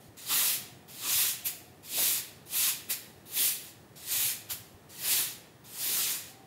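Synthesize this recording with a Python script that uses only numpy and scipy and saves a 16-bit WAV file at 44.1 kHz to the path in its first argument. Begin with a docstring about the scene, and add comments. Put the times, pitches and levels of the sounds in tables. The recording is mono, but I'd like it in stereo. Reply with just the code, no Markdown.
"""A low outdoor rumble runs throughout; the faint end of a drag lifts off, then a broom sweeps concrete in eight swishes.
In each, the tips touch down, drag lightly, scrape across towards the right and lift; in most, pressed stalks clatter.
The broom is tapped three times between swishes; soft low bumps come now and then until shortly after the last tap.
A faint distant tone comes twice early on and again at the end. Catching tips are random clicks that ring the stalks.
Yard walls and the room behind an open doorway answer as noise that follows the power of the broom."""
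import sys
import numpy as np
from scipy import signal
from scipy.fft import rfft, irfft, next_fast_len
from scipy.io import wavfile
from scipy.ndimage import uniform_filter1d, map_coordinates

SR = 44100
rng = np.random.default_rng(int(sys.argv[2]) if len(sys.argv) > 2 else 0)


def to_wav(sig):
    """Store sig (one row per channel, or 1-D mono) as 16-bit WAV at the path in sys.argv[1].

    Samples outside -1..1 are clipped; the rate is SR.
    """
    pcm = np.clip(np.atleast_2d(sig), -1, 1) * 32767
    pcm = np.round(pcm).astype(np.int16)
    wavfile.write(sys.argv[1], SR, pcm.T)  # frames by channels


N = 284886

# outdoor rumble, spectrum: f/Hz, density/dB per Hz (relative)
RUMBLE_SPECTRUM = [(22, -37), (45, -26), (90, -3), (130, -0.5), (240, -6.5), (350, -5), (550, -9),
                   (720, -8), (1000, -14), (1600, -19), (1800, -15), (2050, -21), (6000, -27),
                   (15600, -28.5)]
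# diffuse sound: f/Hz, left-right likeness/1
LIKENESS = [(40, 0.68), (130, 0.92), (300, 0.92), (600, 0.0058), (1200, 0.054), (2500, 0.16), (8000, 0.015)]
# distant tone: t/s, length/s, nominal level/dB, f/Hz
DISTANT_TONES = [(0.197, .75, -66, 730), (1.25, .65, -68, 722), (6.25, .3, -62.5, 766)]
# soft low bumps: t/s, nominal level/dB, f/Hz, left-right before the microphones/dB
BUMPS = [(0.081, -45.5, 109, -25), (1.151, -38.5, 100, -19), (4.171, -46, 122, -22),
         (4.246, -35.5, 122, -11), (4.522, -38, 98, -12), (4.596, -40.5, 114, -22.5), (4.74, -40, 90, -17)]
# reverberation of the room: f/Hz, t60/s
ROOM_T60 = [(300, 0.12), (1200, 0.69), (1850, 0.83), (2300, 0.65), (3300, 0.63), (5500, 0.53),
            (10000, 0.44), (15000, 0.4)]
# colour of the two microphones: f/Hz, left-right/dB
MIC_BALANCE = [(40, -3), (130, -2), (280, 0), (600, -1), (1200, -3.5), (2200, 1), (8000, -0.5),
               (13000, 1.3)]
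# bundle pressed flat, dry sound: t/s, level/dB, f/Hz, Gaussian length (sigma)/s
PRESSES = [(0.313, -40, 1170, 0.0096), (0.345, -51, 279, 0.039), (1.058, -46.5, 1070, 0.03),
           (1.06, -53.5, 298, 0.034), (1.986, -42.5, 584, 0.014), (2.004, -48.5, 277, 0.055),
           (2.672, -46.5, 1130, 0.014), (2.9, -50.5, 280, 0.017), (3.413, -55.5, 305, 0.051),
           (5.163, -51.5, 312, 0.053), (5.917, -56, 348, 0.096)]
# broom taps, dry sound: t/s, nominal level/dB
TAPS = [(1.454, -17.5), (2.9003, -17), (4.5, -21)]
# strokes, dry sound: touch t/s, contact length/s, drag level/dB, wait before push/s, push length/s, push level/dB,
# rise/s, fall/s, tip hiss re scrape/dB, stalk rub re scrape/dB, starting lag of the left microphone/ms
SWEEPS = [(-.45, 0.55, -61, .1, .2, -28, .02, 0.022, -1.5, -14, .05),
          (0.1667, .42, -48, 0.12, 0.27, -30.5, 0.011, 0.047, 2, -13.5, 0.047),
          (0.878, 0.47, -49, .19, 0.22, -28.5, 0.031, 0.053, 1.5, -15.5, 0.031),
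          (1.824, 0.4, -60.5, 0.12, 0.2, -28, 0.031, 0.059, 3, -14.5, 0.049),
          (2.456, 0.31, -53, 0.078, 0.17, -30, .014, 0.0098, 1.5, -18, 0.08),
          (3.254, 0.47, -52, 0.1, 0.15, -29.5, 0.015, 0.021, 2.5, -17.5, 0.067),
          (3.956, 0.42, -51.5, 0.14, 0.21, -32, 0.019, 0.02, 1.5, -14.5, -0.013),
          (4.8898, 0.48, -52.5, 0.15, 0.19, -29.5, 0.025, 0.025, 1.6, -14.5, -0.065),
          (5.6387, .7, -54, .15, 0.36, -33.5, .029, 0.02, 1.5, -13.5, -0.11)]
# broom spectrum: f/Hz, density/dB per Hz (relative)
BROOM_SPECTRUM = [(240, -37), (400, -25), (481, -27), (716, -21), (1540, -16), (1880, -6), (2160, -8),
                  (2640, -2), (2930, -4.5), (3470, -1.5), (5850, -4.5), (7030, -2), (8450, -3.5),
                  (12800, 1.5), (15600, -1.5)]
# resonances of the bundle: f/Hz, width/Hz, level/dB
STALK_MODES = [(1975, 58, 5), (2430, 260, -3), (5120, 1400, -14), (7160, 1300, -9.5), (9700, 2300, -7),
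               (12900, 650, -25)]

RUMBLE_DB, TONE_FADE_S, TOP_HZ = -54, 0.1, 15700
LAND_S, LIFT_S = 0.004, 0.048  # the tips land fast, leave gradually
TIPS_SPEED_DB = 2.5  # added to the tip hiss at speed 1
DRAG_RUB_DB = -13  # stalk rub re scrape in a light drag
TAP_TIPS_DB, TAP_RUB_DB = 5, -12.5  # re scrape
CROWN_DB = 0.24  # push speed: minus this at both ends, plus this at mid-arc
END_LAG_MS = 0.094  # every push ends on the right


def amp(db):
    """Decibels to gain."""
    return 10 ** (np.asarray(db) / 20)


def unit(x):
    """Scale to rms 1."""
    return x / np.sqrt(np.mean(x ** 2) + 1e-20)


def clock():
    """Time of each sample in s."""
    return np.arange(N) / SR


def along(points, hz):
    """(Hz, value) points joined on a log frequency axis."""
    f, v = np.transpose(points)
    return np.interp(np.log(hz + 1), np.log(f + 1), v)


def ramp(t, length_s):
    """From 0 at t = 0 to 1 after length_s."""
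    return np.clip(t / length_s, 0, 1)


def ease(t, length_s):
    """Smooth step from 0 to 1 around t = 0."""
    return 0.5 + 0.5 * np.tanh(0.5 * t / length_s)


def wobble(rate_hz):
    """Smooth random curve, rate_hz knots a second."""
    knots = rng.standard_normal(int(N * rate_hz / SR) + 4)
    return map_coordinates(knots, [np.arange(N) * rate_hz / SR])


def filtered(x, response):
    """Apply a response given as a function of frequency."""
    m = next_fast_len(N + 8192)
    return irfft(rfft(x, m) * response(np.fft.rfftfreq(m, 1 / SR)), m)[..., :N]


def resonance(f, hz, width_hz):
    """Response of one damped mode."""
    return 1j * f * width_hz / (hz * hz - f * f + 1j * f * width_hz)


def below(f, edge_hz, order=8):
    """Low-pass weight, one half at the edge."""
    return 1 / (1 + (f / edge_hz) ** order)


def late(x, ms):
    """Delay by a time that may move."""
    return map_coordinates(x, [np.arange(N) - ms * SR / 1000], order=3)


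def half_turn(f):
    """Angle mixing two independent noises into a pair of the tabulated likeness."""
    return np.arccos(np.clip(along(LIKENESS, f), -1, 1)) / 2


def outdoors():
    """Low rumble: shaped noise, alike on both sides in the bass, its level wandering slightly."""
    def mid_side(f):
        return amp(along(RUMBLE_SPECTRUM, f)) * [np.cos(half_turn(f)), np.sin(half_turn(f))]

    mid, side = filtered(rng.standard_normal((2, N)), mid_side)
    return unit(np.array([mid + side, mid - side])) * amp(RUMBLE_DB + 0.44 * wobble(3.8))


def distant_tones():
    """A distant tone, smeared into a narrow band by its many paths."""
    t, out = clock(), np.zeros(N)
    for s, length_s, db, hz in DISTANT_TONES:
        phase = 2 * np.pi * hz * t
        tone = unit(wobble(45) * np.sin(phase) + wobble(45) * np.cos(phase))
        fade = ramp(t - s, TONE_FADE_S) * ramp(s + length_s - t, TONE_FADE_S)
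        out += amp(db - 1) * fade * tone
    return out


def bumps():
    """Short dull thuds: decaying low sines with a soft onset."""
    out = np.zeros((2, N))
    for s, db, hz, pan_db in BUMPS:
        t = np.maximum(clock() - s, 0)
        decay = amp(db - 1.0 - 60 * t / 0.07)
        onset = 1 - np.exp(-(t / 0.0074) ** 2)
        thud = decay * np.sin(2 * np.pi * hz * t) * onset
        out += thud * amp([[pan_db / 2], [-pan_db / 2]])
    return out


def echoes(x, yard_db, yard_t60_s, room_db, room_delay_s):
    """Diffuse wash whose power follows the broom: quick from the yard, slow from the room."""
    hz, t, z = signal.stft(x, SR, nperseg=256)
    t = t[t < 1]
    yard = amp(-60 * t / yard_t60_s) * (1 - np.exp(-t / 0.0013))
    room = amp(-60 * t / along(ROOM_T60, hz)[:, None]) * (1 - np.exp(-(t / room_delay_s) ** 2))
    decay_power = ((amp(yard_db) * unit(yard)) ** 2 + (amp(room_db) * unit(room)) ** 2) / len(t)
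    power = abs(signal.fftconvolve(abs(z) ** 2, decay_power, axes=1)[:, :z.shape[1]])
    noise = signal.stft(rng.standard_normal((2, N)), nperseg=256)[2]
    # long waves reach both microphones alike
    turn = half_turn(hz)[:, None]
    wash = np.cos(turn) * noise[0] + np.sin(turn) * np.array([noise[1], -noise[1]])
    return signal.istft(wash / np.std(wash) * np.sqrt(power), nperseg=256)[1][:, :N]


def swing():
    """Left microphone lag in ms: each push carries the broom across, then it moves to the next start."""
    turns = []
    for s, _, _, wait_s, push_s, *_, start_lag_ms in SWEEPS:
        turns += [(s + wait_s, start_lag_ms), (s + wait_s + push_s, END_LAG_MS)]
    t, lag_ms = np.transpose(turns)
    return np.interp(clock(), t, lag_ms)


def microphones(x):
    """The moving broom reaches two microphones, directly and off the house wall."""
    lag_ms = swing()
    # the left one also gets a slightly later second path
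    left = late(x, lag_ms / 2) + 0.56 * late(x, lag_ms / 2 + 0.239)
    right = 1.38 * late(x, -lag_ms / 2)
    detour_ms = 5.2 - 9 * lag_ms + 0.333 * wobble(3)
    wall = np.array([late(x, detour_ms), late(x, detour_ms + 0.266 - lag_ms)])
    return np.array([left, right]) + amp(-4.5) * wall


def catches(rate_hz, spread_db):
    """Stalk tips catch on grains of the concrete: random clicks, normalised for their rate."""
    chance = np.clip(rate_hz / SR, 0.001, 1)
    sizes = unit(rng.standard_normal(N) * amp(spread_db * rng.standard_normal(N)))
    return sizes * (rng.random(N) < chance) / np.sqrt(chance)


def presses():
    """Bent stalks rattle briefly against the floor and each other: clicks through a resonance."""
    clicks, out = catches(1500, spread_db=-2.5), np.zeros(N)
    for s, db, hz, length_s in PRESSES:
        rattle = unit(filtered(clicks, lambda f: resonance(f, hz, 0.36 * hz) ** 2))
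        out += amp(db) * np.exp(-0.5 * ((clock() - s) / length_s) ** 2) * rattle
    return out


def contact():
    """Gains of scrape, tip hiss and stalk rub: a faster broom is louder and its tips hiss more."""
    t, gains = clock(), np.zeros((3, N))
    for s, length_s, drag_db, wait_s, push_s, push_db, rise_s, fall_s, tips_db, rub_db, _ in SWEEPS:
        touching = ramp(t - s, LAND_S) * ramp(s + length_s - t, LIFT_S)
        start = s + wait_s
        crown = amp(-CROWN_DB * np.cos(2 * np.pi * ramp(t - start, push_s)))
        speed = crown * ease(t - start, rise_s) * ease(start + push_s - t, fall_s)
        scrape = amp(drag_db) + amp(push_db) * speed
        tips = scrape * amp(tips_db + TIPS_SPEED_DB * speed)
        rub = amp(drag_db + DRAG_RUB_DB) + amp(push_db + rub_db) * speed
        gains += touching * np.array([scrape, tips, rub])
    for s, db in TAPS:
        # the stalks land one after another and spring back; a few rustle on
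        after = np.maximum(t - s - 0.015, 0)
        rise = amp(1450 * np.minimum(t - s - 0.001, 0))
        landing = rise * (amp(-1000 * after) + amp(-24.5 - 73 * after))
        gains += landing * amp(db - 13.5) * amp([[0], [TAP_TIPS_DB], [TAP_RUB_DB]])
    return gains


def patchy(x, depth_db):
    """Moving colour: neighbouring bands of the scrape swell and fade at random."""
    z = signal.stft(x, nperseg=512)[2]
    field = rng.standard_normal(z.shape)
    for _ in range(2):
        field = uniform_filter1d(field, size=5, axis=0)
        field = uniform_filter1d(field, size=14, axis=1)
    return unit(signal.istft(z * amp(depth_db * unit(field)), nperseg=512)[1][:N])


def broom():
    """Dense catches ring the stalks; a harder stroke makes more of them."""
    scrape, tips, rub = contact()
    rate_hz = 12000 + 14000 * np.sqrt(scrape / scrape.max())
    clicks = patchy(catches(rate_hz, spread_db=1.5), depth_db=0.82)

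    def colour(f):
        modes = sum(amp(db) * abs(resonance(f, hz, width_hz)) ** 2 for hz, width_hz, db in STALK_MODES)
        return amp(along(BROOM_SPECTRUM, f)) * (1 + modes)

    def band(share):
        return unit(filtered(clicks, lambda f: colour(f) * share(f)))

    middle = band(lambda f: below(f, edge_hz=8870) - below(f, edge_hz=2324))
    sound = scrape * middle * amp(0.85 * wobble(45))
    sound += tips * band(lambda f: 1 - below(f, edge_hz=9150)) * amp(0.37 * wobble(45))
    sound += rub * band(lambda f: below(f, edge_hz=1712)) * amp(-1 + 2.5 * wobble(45))
    # the bundle chatters over the uneven floor
    return sound * amp(0.47 * wobble(90))


def scene():
    """Broom with the answers of yard and room, over bumps, rumble and distant tone."""
    dry = broom() + presses()
    wet = echoes(dry, yard_db=-2.0, yard_t60_s=0.16, room_db=-7.0, room_delay_s=0.01)
    swept = (amp(-7.0) * microphones(dry) + wet) * amp([[0.5], [-0.5]])
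    return swept + bumps() + outdoors() + distant_tones()


def record(dry):
    """The two microphones differ a little in colour; nothing passes above the band limit."""
    def response(f):
        return amp(along(MIC_BALANCE, f) * np.array([[0.5], [-0.5]])) * (f < TOP_HZ)

    return filtered(dry, response)


dry = scene()
out = record(dry)
to_wav(out)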